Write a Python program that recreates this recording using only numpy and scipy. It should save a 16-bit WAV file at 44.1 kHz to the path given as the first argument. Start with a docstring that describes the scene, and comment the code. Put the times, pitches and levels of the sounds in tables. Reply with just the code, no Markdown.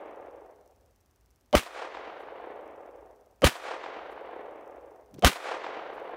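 """Blank pistol shots in a meadow

A blank pistol is fired about every two seconds in a meadow ringed by woods, some metres from a small camera.
Each shot is a ringing pressure dip (the crack), a low thump and a roar of shaped noise off grass and near trees.
The woods answer with the same long, dulling echo each time, built from scattered pulses and fading noise.
The camera ticks faintly, a breeze of filtered noise rumbles, and a limiter ducks these sounds after every shot.
Steady hiss and a low rumble lie behind it all."""
import sys
import numpy as np
from scipy import signal
from scipy.fft import rfft, irfft
from scipy.io import wavfile
from scipy.ndimage import uniform_filter1d, minimum_filter1d

SR = 44100
rng = np.random.default_rng(int(sys.argv[2]) if len(sys.argv) > 2 else 0)


def generate_wav(signal):
    """Clip the signal to [-1, 1] and save it as 16-bit WAV at the path in sys.argv[1]."""
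    frames = np.transpose(np.atleast_2d(signal))
    scaled = np.clip(frames, -1, 1) * 32767
    pcm = np.round(scaled).astype(np.int16)
    wavfile.write(sys.argv[1], SR, pcm)


def convert_level_to_amplitude(level_db):
    """Map a level in decibels to its linear amplitude factor."""
    exponent = np.asarray(level_db, float) / 20
    return 10 ** exponent


N = 271656
TIME = np.arange(N) / SR
# centres of the third-octave bands, in Hz
BANDS = 100 * 2 ** np.arange(0, 7.4, 1 / 3)

# All levels in the tables are relative.
# the shots; one before time 0 leaves only its echo: start_s, crack_db, roar_db, echo_db, ring_db
SHOTS = [(-1.055, 16, 0, 1.5, -6), (1.5520, 16, .5, .5, -6), (3.4431, 16, 1, .5, -6.5),
         (5.2469, 16, 3.5, 3, -8)]
# what the crack rings in: pitch_hz, level_db, time_to_fall_60_db_s
CRACK_TONES = [(600, -4, .022), (1150, -3, .010), (3100, -1, .009), (7000, -11, .003)]
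# tones that swell up to each crack: pitch_hz, waver_width_hz, level_db, swell_time_s
SWELLING_TONES = [(230, 70, -12, .010), (490, 100, -10, .012), (610, 110, -1, .009), (1200, 120, -15, .009),
                  (3060, 60, -21, .009)]
# fading of the roar off the ground and nearest trees: time_after_shot_s, level_db
ROAR_FADE = [(0, 1), (.006, -2), (.02, -4), (.03, -4), (.036, -10), (.05, -17), (.065, -23), (.095, -31),
             (.14, -48)]
# tone colour of the roar: pitch_hz, level_per_band_db
ROAR_COLOUR = [(100, 1), (200, 0), (500, -6), (900, 1), (1500, 2), (3000, 3.5), (4700, -2), (9000, -3.5),
               (15000, -8)]
# blurred echo, first a near edge and then the deep wood: time_after_shot_s, level_db
WOODS_FADE = [(.095, -31), (.2, -33), (.25, -27), (.3, -30.5), (.36, -36), (.5, -36.5), (.76, -43.5),
              (.92, -42.5), (1.3, -49.5), (1.55, -55), (1.8, -69.5)]
# trunks and edges, near and far, that answer clearly: time_after_shot_s, level_db
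CLEAR_TRUNKS = [(.076, -20), (.113, -19), (.119, -22), (.156, -25.5), (.196, -22.5), (.208, -22.5),
                (.221, -21), (.238, -19.5), (.268, -18.5), (.297, -21.5), (.369, -28), (.396, -22.5),
                (.419, -25), (.441, -26.5), (.497, -28), (.522, -27.5), (.545, -30), (.889, -35),
                (.949, -34.5)]
# colour of the echo, with extra loss in air and leaves, and how much of each answer stays sharp:
# pitch_hz, level_per_band_db, loss_db_per_s, sharp_share_0_to_1
ECHO_COLOUR = [(120, -32, 8, 1), (220, -27, 3, 1), (310, -11, 2, 1), (500, -4, -1.5, 1), (800, -4, 2, .9),
               (1300, -4.5, 9, .65), (2200, -7, 11.5, .5), (3500, -11, 18, .25), (6000, -13, 41, 0),
               (9000, -10, 76, 0), (13000, -13, 135, 0)]
# tones of one camera tick: pitch_hz, width_hz, level_db
TICK_TONES = [(6000, 1300, 0), (7800, 1500, -4), (11100, 1200, -5), (14400, 1700, -4)]
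# stretch in which the camera ticks three times as fast: start_s, end_s
FAST_TICKS = (5.93, 6.12)
# small dry clicks close by: start_s, level_db, bump_level_db
CLICKS = [(.677, -55, -75), (1.006, -62, -75), (1.306, -58, -75), (2.678, -54, -75), (4.678, -54, -75),
          (5.1422, -43, -45), (5.146, -52, -48), (5.186, -58, -40), (5.1935, -40, -44), (6.0, -50, -70)]
# colour of the breeze: pitch_hz, level_db_per_hz
BREEZE_COLOUR = [(15, -37), (38, -17), (55, -1), (70, -1), (100, -6), (165, -17), (250, -12), (400, -15),
                 (700, -18), (1600, -26), (4000, -34), (6000, -35), (10400, -42), (14800, -40),
                 (16000, -46)]
# spent cases falling into the grass, and a hand shifting on the camera:
# middle_s, level_db, length_s, pitch_hz
RUSTLES = [(2.21, -68, .04, 10000), (4.12, -66, .03, 10000), (5.165, -49, .07, 200),
           (5.146, -62, .012, 4000), (5.188, -44, .015, 260), (5.19, -63, .025, 3500),
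           (5.95, -68, .04, 10000)]


def read(table, x, column=1, log=False):
    """Straight lines between the rows of a table; log spaces the first column by pitch."""
    t = np.array(table, float)
    if log:
        return np.interp(np.log(x), np.log(t[:, 0]), t[:, column])
    return np.interp(x, t[:, 0], t[:, column])


def band(x, hz, width):
    """Band-pass; white noise of rms 1 stays at about rms 1."""
    low, high = max(hz - width / 2, 10), min(hz + width / 2, .49 * SR)
    sos = signal.butter(2, [low, high], "band", fs=SR, output="sos")
    return signal.sosfilt(sos, x) * np.sqrt(SR / 2 / (high - low))


def third(x, hz):
    """One of a set of third-octave bands, overlapping triangles; white noise of rms 1 gives about rms 1."""
    freq = np.fft.rfftfreq(len(x), 1 / SR) + 1e-3
    triangle = np.clip(1 - abs(3 * np.log2(freq / hz)), 0, 1)
    return irfft(rfft(x) * triangle, len(x)) * np.sqrt(SR / 2 / (.23 * hz))


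def add(out, sound, s):
    """Mix a sound in from time s; whatever falls outside the scene is cut off."""
    i = int(round(s * SR))
    part = sound[max(-i, 0):N - i]
    out[max(i, 0):max(i, 0) + len(part)] += part


def crack(t):
    """Sharp pressure dip: tones whose troughs meet a quarter of a millisecond in, dying within milliseconds."""
    tones = 0
    for hz, db, t60 in CRACK_TONES:
        tones = tones + convert_level_to_amplitude(db) * np.cos(2 * np.pi * hz * (t - .00023)) * convert_level_to_amplitude(-60 * t / t60)
    return -tones


def thump(t):
    """Low push of air: a few swings of a bass tone under a quickly closing envelope."""
    pitch_hz, level_db, length_s = 61, 10, .025
    swing = -np.sin(2 * np.pi * pitch_hz * (t + .0008))
    return convert_level_to_amplitude(level_db) * swing * np.exp(-(t / length_s) ** 3) * np.clip(t / .008, 0, 1)


def roar(t):
    """Gritty noise off grass and near trees, which scatter little bass, so the bass ends early."""
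    bass_hz, bass_s = 450, .065
    grit = rng.standard_normal(len(t)) * convert_level_to_amplitude(3.0 * rng.standard_normal(len(t)))
    # it arrives in uneven slaps of 60 samples
    grit *= convert_level_to_amplitude(2.5 * np.repeat(rng.standard_normal(len(t) // 60), 60))
    out = 0
    for hz in BANDS:
        octaves_below = max(np.log2(bass_hz / hz), 0)
        bass_gone = np.exp(-octaves_below * (t / bass_s) ** 1.5)
        out = out + convert_level_to_amplitude(read(ROAR_COLOUR, hz, log=True) - 8) * third(grit, hz) * bass_gone
    return convert_level_to_amplitude(read(ROAR_FADE, t)) * out


def blast(crack_db, roar_db):
    """The direct sound of a shot: crack, thump and roar together."""
    t = np.arange(SR // 5) / SR
    return convert_level_to_amplitude(crack_db) * crack(t) + convert_level_to_amplitude(roar_db) * (roar(t) + thump(t))


def lead_in(ring_db, length_s):
    """A small tick and a fizz, then wavering tones that swell until the crack."""
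    t = np.arange(int(length_s * SR)) / SR
    tick = band(rng.standard_normal(len(t)) * np.exp(-t / .0012), 2200, 4000)
    fizz = band(rng.standard_normal(len(t)), 1500, 2500) * (.4 + t / length_s)
    out = convert_level_to_amplitude(-27) * tick + convert_level_to_amplitude(-37) * fizz
    for hz, width, db, swell in SWELLING_TONES:
        # slow noise, summed up, makes the phase wander
        waver = np.cumsum(uniform_filter1d(rng.standard_normal(len(t)), size=130)) * width * 10 / SR
        turns = hz * (t - length_s + .001) + waver - waver[-1]
        out += convert_level_to_amplitude(ring_db + db) * np.exp((t - length_s) / swell) * np.cos(2 * np.pi * turns)
    return out


def stand():
    """Rows (time_s, level_db) of lesser trunks: uneven gaps, levels tied to the blurred echo."""
    gap_s, first_s, last_s = .024, .13, 1.8
    over_echo_db, scatter_db = 5, 2.0
    s = np.arange(first_s, last_s, gap_s)
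    chance = rng.standard_normal((len(s), 2))
    s = s + .3 * gap_s * chance[:, 0]
    db = read(WOODS_FADE, s) + over_echo_db + scatter_db * chance[:, 1]
    # leave room around the clear trunks
    nearest_s = abs(s[:, None] - np.array(CLEAR_TRUNKS)[:, 0]).min(axis=1)
    return np.c_[s, db][nearest_s > gap_s / 2]


def woods():
    """The echo of one shot: dense scatter plus clear answers, with the treble fading fastest."""
    late_bass_hz, bass_cut_db, bass_rise_s = 700, -12, .25  # cut per octave below late_bass_hz
    t = np.arange(2 * SR) / SR
    answers = np.zeros(len(t))
    trees = np.r_[CLEAR_TRUNKS, stand()]
    chance = rng.random((len(trees), 16))
    for (s, db), c in zip(trees, chance):
        # a trunk and its neighbours answer within a few ms, pushing or pulling
        places = ((s - .001 + .007 * c[:8]) * SR).astype(int)
        answers[places] += 5.0 * convert_level_to_amplitude(db) * np.sign(c[8:] - .5)
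    blurred_power = uniform_filter1d(uniform_filter1d(answers ** 2, size=600), size=600)
    fade_in, fade_out = np.clip((t - .06) / .04, 0, 1), np.clip((2 - t) * 8, 0, 1)
    dense_power = convert_level_to_amplitude(read(WOODS_FADE, t)) ** 2 * fade_in * fade_out
    leaves, out = rng.standard_normal(len(t)), 0
    for hz in BANDS[1:]:
        db, loss_db, sharp = (read(ECHO_COLOUR, hz, column=c, log=True) for c in range(1, 4))
        sharp = np.clip(sharp, 0, 1)
        # leaves smear the treble of each answer
        smear = leaves * np.sqrt(dense_power + (1 - sharp ** 2) * abs(blurred_power))
        # early echoes are thin in bass, which rises later
        late_db = bass_cut_db * max(np.log2(late_bass_hz / hz), 0) * np.exp(-t / bass_rise_s)
        out = out + third((sharp * answers + smear) * convert_level_to_amplitude(db - loss_db * t + late_db), hz)
    return out


def camera():
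    """Nearly even ticks of the works inside and clicks of the hand: pulses sent through band-passes."""
    first_s, period_s, tick_db = .0106, .05, -56.5
    pulses, bumps = np.zeros(N), np.zeros(N)
    beat = np.arange(first_s, N / SR - .01, period_s / 3)
    every_third = np.arange(len(beat)) % 3 == 0
    fast = (beat > FAST_TICKS[0]) & (beat < FAST_TICKS[1])
    beat = beat[every_third | fast]
    chance = rng.standard_normal((len(beat), 2))
    places = ((beat + .0003 * chance[:, 0]) * SR).astype(int)
    pulses[places] = convert_level_to_amplitude(tick_db + .8 * chance[:, 1])
    for s, db, bump_db in CLICKS:
        pulses[int(s * SR)] += convert_level_to_amplitude(db)
        bumps[int(s * SR)] += convert_level_to_amplitude(bump_db)
    ticking = sum(convert_level_to_amplitude(db) * band(pulses, hz, width) for hz, width, db in TICK_TONES)
    return 2.1 * ticking + 6.5 * band(bumps, 300, 500)


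def rustles():
    """Brief swishes: bands of noise that swell and fade in a bell shape."""
    out = 0
    for s, db, length, hz in RUSTLES:
        bell = np.exp(-((TIME - s) / length) ** 2 * 4)
        out = out + convert_level_to_amplitude(db) * bell * band(rng.standard_normal(N), hz, hz)
    return out


def meadow():
    """Breeze and far hush: coloured noise whose bass comes and goes with random gusts, plus rustles."""
    hz = np.fft.rfftfreq(N, 1 / SR) + 1
    air = irfft(rfft(rng.standard_normal(N)) * convert_level_to_amplitude(read(BREEZE_COLOUR, hz, log=True)), N)
    gust = np.repeat(rng.standard_normal(N // 4000 + 1), 4000)[:N]
    gust = uniform_filter1d(gust, size=4000)
    low = signal.sosfilt(signal.butter(2, 200, fs=SR, output="sos"), air)
    air = air + low * (convert_level_to_amplitude(2.5 * gust) - 1)
    return air * convert_level_to_amplitude(-68) / air.std() + rustles()


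def scene():
    """Every shot wakes the same woods, over the meadow and the camera."""
    lead_s = .0232
    out, echo = meadow() + camera(), woods()
    for s, crack_db, roar_db, echo_db, ring_db in SHOTS:
        add(out, convert_level_to_amplitude(echo_db) * echo, s)
        if s > 0:
            add(out, lead_in(ring_db, lead_s), s - lead_s)
            add(out, blast(crack_db, roar_db), s)
    return out[None]


def top_cut(x):
    """Nothing passes above the cut-off."""
    return signal.sosfilt(signal.butter(12, 16490, fs=SR, output="sos"), x)


def record(dry):
    """A limiter drops at once on a peak and recovers slowly; hiss and a low rumble come behind it."""
    ceiling_db, release_s, start_cut_db = -3.5, .5, 2.5
    over_db = np.maximum(20 * np.log10(abs(dry[0]) + 1e-9) - ceiling_db, 1e-3)
    over_db = -minimum_filter1d(-over_db, size=15)  # highest value within 15 samples
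    over_db[0] = start_cut_db  # still recovering from the shot before
    # the cut decays exponentially unless a new peak asks for more
    cut_db = np.exp(np.maximum.accumulate(np.log(over_db) + TIME / release_s) - TIME / release_s)
    hiss = convert_level_to_amplitude(-82) * rng.standard_normal(N)
    rumble = convert_level_to_amplitude(-75) * band(rng.standard_normal(N), 55, 14)
    mix = dry * convert_level_to_amplitude(-cut_db) + hiss + rumble
    # steep low-pass: 15600 Hz edge, .3 dB ripple, 40 dB down beyond
    mix = signal.sosfilt(signal.ellip(6, .3, 40, 15600, fs=SR, output="sos"), mix)
    return top_cut(mix)


dry = scene()
out = record(dry)
generate_wav(out)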